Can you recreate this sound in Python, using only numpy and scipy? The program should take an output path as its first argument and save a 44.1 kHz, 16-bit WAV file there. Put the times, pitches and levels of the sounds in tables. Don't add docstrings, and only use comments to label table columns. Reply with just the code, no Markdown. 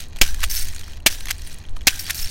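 import sys
import numpy as np
from scipy import signal
from scipy.fft import rfft, irfft
from scipy.io import wavfile
from scipy.ndimage import uniform_filter1d

SR = 44100
rng = np.random.default_rng(int(sys.argv[2]) if len(sys.argv) > 2 else 0)


def gain_from_db(level_db):
    decades = np.asarray(level_db, float) / 20
    return 10 ** decades


def put_to_file(sound):
    columns = np.atleast_2d(sound).T
    safe = np.clip(columns, -1, 1)
    whole_steps = np.round(safe * 32767)
    wavfile.write(sys.argv[1], SR, whole_steps.astype(np.int16))


N = 101430
T = np.arange(N) / SR


def unit(x):
    return x / np.sqrt(np.mean(x ** 2))


def colour(x, table):
    size = 2 ** 15
    hz, db = np.array(table, float).T
    bin_hz = np.arange(size // 2 + 1) * SR / size
    log_gain = np.interp(np.log(bin_hz + 1), np.log(hz), db) * np.log(10) / 20
    cepstrum = irfft(log_gain)
    cepstrum[1:size // 2] *= 2
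    cepstrum[size // 2 + 1:] = 0
    impulse = irfft(np.exp(rfft(cepstrum)))[:size // 2]
    return signal.fftconvolve(x, impulse / np.sqrt(np.sum(impulse ** 2)))[:len(x)]


def ring(x, hz, t60_s):
    r = np.exp(-np.log(1000) / (max(t60_s, 1e-3) * SR))
    w = 2 * np.pi * hz / SR
    return signal.lfilter([np.sin(w) * np.sqrt(2 * (1 - r * r))], [1, -2 * r * np.cos(w), r * r], x)


def fade(t, t60_s, hold_s=0):
    return (t >= 0) * gain_from_db(-60 * np.maximum(t - hold_s, 0) / t60_s)


def grains(per_s, spread_db, t60_s):
    chance = rng.random((2, N))
    excess = np.minimum(-np.log(chance[1] + 1e-9), 2.5)
    knocks = (chance[0] < per_s / SR) * gain_from_db(spread_db * excess)
    return unit(signal.lfilter([1], [1, -gain_from_db(-60 / (t60_s * SR))], knocks))


def pings(x, table):
    return sum(gain_from_db(db) * ring(x * grains(130, 4, .03), hz, t60_s) for hz, db, t60_s in table)


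# (time [s], level [dB], clatter hold [s], grip thump [Hz], thump level [dB])
SHOTS = [
    (0.2138, 3.5, 0.0036, 510, -10),
    (1.0621, -1, 0.0062, 650, -6.5),
    (1.8704, 1, 0.0038, 768, -7),
]
# (time [s], level [dB])
BOUNCES = [(0.2204, -16.5), (0.226, -11.5), (.233, -13), (1.0703, -3), (1.0743, -15), (1.0797, -23),
           (1.0885, -45), (1.88, 1.5), (1.8854, -28), (1.8855, -35), (1.893, -30), (1.907, -37)]
CLACK_T60_S, BOUNCE_T60_S = .018, .014
SEAR_LEAD_S, SEAR_DB, SEAR_T60_S = .0024, -31, .02
SETTLE_DB, SETTLE_T60_S = -15, .09


def piston(rebounds):
    envelope = sum(gain_from_db(db) * fade(T - s, BOUNCE_T60_S) for s, db in BOUNCES)
    for s, db, hold_s, _, _ in SHOTS:
        t = T - s
        clack = fade(t, CLACK_T60_S, hold_s)
        settle = gain_from_db(SETTLE_DB) * fade(t, SETTLE_T60_S) * (rebounds + .5)
        sear = gain_from_db(SEAR_DB) * fade(t + SEAR_LEAD_S, SEAR_T60_S)
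        envelope = envelope + gain_from_db(db) * (clack + settle + sear)
    return envelope * rng.standard_normal(N)


GRIP_HZ = [320, 340, 260]
GRIP_DB = [-4, -11, -11]
GRIP_T60_S = .025


def grip():
    thump = 0
    for (s, _, _, thump_hz, thump_db), grip_hz, grip_db in zip(SHOTS, GRIP_HZ, GRIP_DB):
        t = T - s
        for hz, db in ((thump_hz, thump_db), (grip_hz, grip_db)):
            thump = thump + gain_from_db(db) * fade(t, GRIP_T60_S) * np.sin(2 * np.pi * hz * t)
    return thump


AFTER_DB, AFTER_T60_S = -32.5, 0.58


def aftershake(rebounds):
    envelope = sum(fade(T - shot[0], AFTER_T60_S) for shot in SHOTS)
    return gain_from_db(AFTER_DB) * envelope * (rebounds + .5) * rng.standard_normal(N)


PUFF_DB, PUFF_RISE_S, PUFF_FALL_S, PUFF_SWING_HZ = 1, .004, .04, 5.5


def puff():
    t = np.maximum(T - SHOTS[0][0], 0)
    push = (1 - np.exp(-t / PUFF_RISE_S)) * np.exp(-t / PUFF_FALL_S)
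    return gain_from_db(PUFF_DB) * push * np.cos(2 * np.pi * PUFF_SWING_HZ * t)


# (frequency [Hz], density [dB per Hz])
CLACK = [(100, -87.5), (250, -22.5), (1010, -14.5), (2500, 1.5), (4000, -2.5), (6050, -3.5), (9000, -11.5),
         (16500, -14)]
# (frequency [Hz], level [dB], t60 [s])
SPRING = [(1600, -7, .035), (1720, -9, .025), (5950, -10, .015), (3950, -14, .012)]
# (frequency [Hz], density [dB per Hz])
RATTLE = [(350, -49.5), (700, -0.5), (1000, -20), (1610, 0), (3500, 1), (5300, 0.5), (8000, -0.5),
          (14000, -6.5)]
FRAME_DB = -29


def shots():
    rebounds = grains(1200, 2.5, .008)
    hit = piston(rebounds)
    after = aftershake(rebounds)
    impact = colour(hit, CLACK) + gain_from_db(FRAME_DB) * frame(hit)
    return impact + grip() + colour(after, RATTLE) + pings(after, SPRING) + puff()


# (frequency [Hz], level [dB], t60 [s])
FRAME = [(276, 4, 0.0084), (756, -99, 0.013), (1495, -32.5, 0.045), (1960, -2, 0.016), (2470, -4.5, 0.098),
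         (2870, -3, 0.0042), (3300, -3, 0.035), (4080, 2.5, 0.005), (4330, -10, 0.0034),
         (5400, -33, 0.0067), (6534, -14, 0.012)]


def frame(x):
    gains = gain_from_db(np.array(FRAME)[:, 1])
    modes = sum(gain * ring(x, hz, t60_s) for gain, (hz, _, t60_s) in zip(gains, FRAME))
    return modes / np.sqrt(np.sum(gains ** 2))


# (time [s], peak [dB], pitch [Hz], brightness [dB])
TRIGGER = [(.131, -28, 900, 7), (.161, -18.5, 900, -4), (.168, -20, 3200, 2), (.187, -20, 2530, 3),
           (.305, -31, 1600, 8), (.344, -14.5, 1810, 3), (.393, -22, 1500, 3), (.4045, -15.5, 3300, 5),
           (.418, -18, 1940, -8), (.4308, -8, 2470, -17), (.434, -4.5, 2200, 5), (.4245, -21, 1900, 3),
           (.4385, -2, 3390, -1), (.4415, -9.5, 2200, 1), (.445, -15, 4360, 9), (1.256, -15, 6100, 10),
           (1.27, -17, 3450, -5), (1.2845, -10.5, 3070, -5), (1.291, -16, 3150, -9),
           (1.301, -16, 2480, -16), (1.305, -4, 3220, -12), (1.3088, 0.5, 2570, 9), (1.3105, -22, 1850, 31),
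           (1.3145, -6.5, 3400, 12), (1.652, -29.5, 3260, -33), (1.686, -29.5, 3530, -17),
           (1.7655, -22.5, 2960, -6), (1.768, -22, 1070, -11), (1.809, -27, 3300, 6), (1.816, -27, 2800, 6),
           (1.9925, -14, 7600, 9), (2.0558, -23, 3330, -7), (2.0658, -14.5, 3400, 2),
           (2.0795, -19, 1820, -8), (2.088, -21, 1500, -7), (2.094, -15, 2000, 2), (2.0978, -5, 2320, 0),
           (2.102, -8.5, 3600, -9), (2.1046, -8, 1940, -5), (2.1058, -2.5, 12600, 12),
           (2.1085, -5, 4750, 20), (2.116, -21, 2530, -1), (2.131, -30, 4500, 6)]


def trigger():
    return clicks(TRIGGER, t60_s=0.013, trim_db=-5)


# (time [s], peak [dB], pitch [Hz], brightness [dB])
TICKS = [(.277, -8, 4430, 10), (.5, -11, 5250, 2), (.5085, -15, 5530, 0), (.5135, -15, 5330, 0),
         (.523, -16, 6000, 3), (.529, -11, 6050, 17), (.534, -9, 5640, -14), (.562, -7, 4940, 8),
         (.612, -19, 4700, -8), (.628, -15, 6200, 6), (.635, -16, 2180, 5.5), (.672, -14, 6440, -9),
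         (.685, -12, 6340, 1), (.735, -18, 2500, 0), (.542, -13.5, 5500, 20), (.567, -10.5, 4760, 25),
         (.579, -12, 4680, 13), (.586, -18, 4830, 36), (.762, -11, 6700, 1), (.782, -18, 4080, -2),
         (.812, -15.5, 3430, 3), (.795, -17.5, 7000, 8), (.834, -16.5, 3150, -11), (.88, -16.5, 1980, -11),
         (.905, -23, 4780, 5), (.934, -21, 3200, 3), (.971, -21, 3080, 10), (1.002, -26, 3000, 5),
         (1.046, -45, 1540, 0), (1.1133, -20, 6400, -5), (1.1182, -15, 6060, -6), (1.1258, -12, 6100, -1),
         (1.148, -13, 5400, 9), (1.207, -12.5, 4050, 6), (1.419, -17.5, 5700, -3), (1.449, -22, 9000, -3),
         (1.472, -14, 9400, -5), (1.481, -22, 9400, -7.5), (1.52, -31, 4470, 0), (1.601, -27, 3300, -14),
         (1.909, -23, 1650, 2), (1.922, -28, 1670, -3), (1.931, -13, 5900, 11), (1.945, -25, 5880, 4),
         (1.9576, -8, 5890, 2), (2.146, -14, 12400, -16), (2.15, -30, 5530, 0), (2.1665, -23, 5440, -6),
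         (2.1795, -11, 5440, 1), (2.191, -8, 6270, 3), (2.1955, -13, 4710, 8), (2.225, -9.5, 7150, 8),
         (2.2733, -9, 5400, 1)]


def pellets():
    return clicks(TICKS, t60_s=0.014, trim_db=-10.5)


# (frequency [Hz], density [dB per Hz])
CRACK = [(900, -14.5), (1700, 3), (3500, 0), (6000, 1.5), (9000, -4.5), (13000, -2.5), (16000, -17.5)]
CLICK_RISE_S, CLICK_LOW_HZ, FRAME_CLICK_DB = .0005, 800, -11
OWN_DB, OWN_T60_S = -1, .005
SOFT_HZ, SOFT_DB, DB_PER_OCTAVE = 5000, -28, 7


def clicks(table, t60_s, trim_db):
    size = 2048
    out = np.zeros(N + size)
    t = np.arange(size) / SR
    onset = np.minimum(t / CLICK_RISE_S + 0.15, 1)
    crack = rng.standard_normal((len(table), size)) * fade(t, t60_s) * onset
    wide = colour(crack.ravel(), CRACK).reshape(crack.shape)
    body = frame(crack.ravel()).reshape(crack.shape)
    for k, (s, db, hz, bright_db) in enumerate(table):
        cutoff_hz = SOFT_HZ * 2 ** ((db - SOFT_DB) / DB_PER_OCTAVE)
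        pole = np.exp(-2 * np.pi * cutoff_hz / SR)
        soft = signal.lfilter([(1 - pole) ** 2], [1, -2 * pole, pole ** 2], wide[k])
        own = gain_from_db(OWN_DB) * ring(crack[k], hz, OWN_T60_S)
        click = own + gain_from_db(bright_db) * soft + gain_from_db(FRAME_CLICK_DB) * body[k]
        start = int(s * SR)
        out[start:start + size] += gain_from_db(db + trim_db) * click / np.max(np.abs(click))
    return signal.sosfilt(signal.butter(3, CLICK_LOW_HZ, "high", fs=SR, output="sos"), out[:N])


# (time [s], level [dB], hold [s], t60 [s])
SLIDES = [
    (.498, -27, .09, .3),
    (1.992, -31, .012, .15),
    (2.145, -32, .085, .15),
    (1.113, -36, .015, .15),
]
# (frequency [Hz], density [dB per Hz])
SLIDE = [(700, -32), (1600, -7), (3500, -8), (5500, -2), (7500, -3.5), (9000, -2.5), (13000, -2.5),
         (16000, -4)]
GRAIN_SPREAD_DB, GRAIN_T60_S = 3.5, .008


def slides():
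    rush = sum(gain_from_db(db) * fade(T - s, t60_s, hold_s) for s, db, hold_s, t60_s in SLIDES)
    knocks = grains(1800, GRAIN_SPREAD_DB, GRAIN_T60_S) * rng.standard_normal(N)
    return colour(rush * unit(knocks), SLIDE)


GRAINS_PER_S, BRUSH_DB = 1100, -7


def shaken(shake_db):
    knocks = grains(GRAINS_PER_S / 2, GRAIN_SPREAD_DB, GRAIN_T60_S) + gain_from_db(BRUSH_DB)
    return gain_from_db(shake_db) * unit(knocks * rng.standard_normal(N))


# (time [s], level [dB])
SHAKE = [(0, -33.5), (0.062, -42), (0.111, -48.5), (.19, -42), (0.374, -44.5), (0.436, -32), (.485, -39),
         (.6, -35.5), (.72, -38), (.93, -40.5), (1.04, -53), (1.302, -36.5), (1.361, -41), (1.497, -38),
         (1.719, -49.5), (1.86, -44.5), (2.06, -36), (2.2, -36.5)]
# (frequency [Hz], density [dB per Hz])
FLECK = [(2000, -15), (6000, 2), (9000, 8), (13000, -7), (16000, -4)]
# (frequency [Hz], level [dB], t60 [s])
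PELLET = [(4700, -11, .014), (5480, -11, .014), (6200, -13, .01), (8800, -13, .006), (13200, -12, .004)]
# (frequency [Hz], gain [dB])
DULL = [(500, -13.5), (1000, -14), (1600, 3.5), (4000, 3), (6500, 10), (9000, -9.5), (12000, -6),
        (16000, -37)]
SHAKE_END_DB, FLECK_DB, FRAME_RATTLE_DB = -36, -12, -13
BRIGHT_PER_DB, LOUD_SHAKE_DB = 2.06, -34


def rattle():
    s, db = np.array(SHAKE + [(N / SR, SHAKE_END_DB)]).T
    shake_db = np.interp(T, s, db)
    thin, thick = shaken(shake_db), shaken(shake_db)
    hard = gain_from_db(BRIGHT_PER_DB * (shake_db - LOUD_SHAKE_DB))
    thin = colour(thin * hard, RATTLE) + slides()
    flecks = gain_from_db(shake_db + FLECK_DB) * grains(45, GRAIN_SPREAD_DB, .012) * rng.standard_normal(N)
    held = gain_from_db(FRAME_RATTLE_DB) * colour(thick + frame(thick), DULL)
    return thin + colour(flecks, FLECK) + pings(thin, PELLET) + held


# (time [s], buffet level [dB])
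GUST = [(0, -30), (.2, -30), (.36, -15.5), (.42, -19), (.66, -19), (.75, -25), (.88, -32.5), (1.1, -27),
        (1.3, -27), (1.65, -32), (1.728, -20.5), (1.898, -28.5), (2.159, -35.5), (2.263, -18), (2.3, -34)]
# (frequency [Hz], density [dB per Hz])
BUFFET = [(2, -13.5), (8, 3.5), (18, -8.5), (32, -12), (45, -22.5), (60, -12.5), (100, -85), (200, -84)]


def wind():
    s, db = np.array(GUST).T
    buffet = unit(colour(rng.standard_normal(N), BUFFET))
    buffet = buffet / np.sqrt(uniform_filter1d(buffet ** 2, size=SR // 5) + 0.042)
    return buffet * gain_from_db(np.interp(T, s, db))


HUM_WIDTH_HZ = 20.8


def hum(hz):
    t60_s = 2.75 / HUM_WIDTH_HZ
    tone = unit(ring(ring(rng.standard_normal(N), hz, t60_s), hz, t60_s))
    return unit(tone / np.sqrt(uniform_filter1d(tone ** 2, size=SR // 8) + 1.6))


# (frequency [Hz], density [dB per Hz])
AIR = [(24, -66), (40, -4.5), (87, -20), (130, -5.5), (516, -21.5), (831, -21), (6020, -53.5), (9450, -112),
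       (16000, -146)]
AIR_DB = -48


def outdoors():
    traffic = gain_from_db(-42) * hum(77.3) + gain_from_db(-47) * hum(88.2)
    air = gain_from_db(AIR_DB) * unit(colour(rng.standard_normal(N), AIR))
    return wind() + traffic + air


def scene():
    gun = shots() + trigger() + pellets() + rattle()
    return (gun + outdoors())[None]


def band_limit(x):
    return signal.sosfilt(signal.butter(12, 17110, fs=SR, output="sos"), x)


CEILING, KNEE, TOP_HZ = .62, 4, 15900


def record(dry):
    x = dry / (1 + np.abs(dry / CEILING) ** KNEE) ** (1 / KNEE)
    x = signal.sosfiltfilt(signal.ellip(6, .1, 25, TOP_HZ, fs=SR, output="sos"), x)
    return band_limit(x)


dry = scene()
out = record(dry)
put_to_file(out)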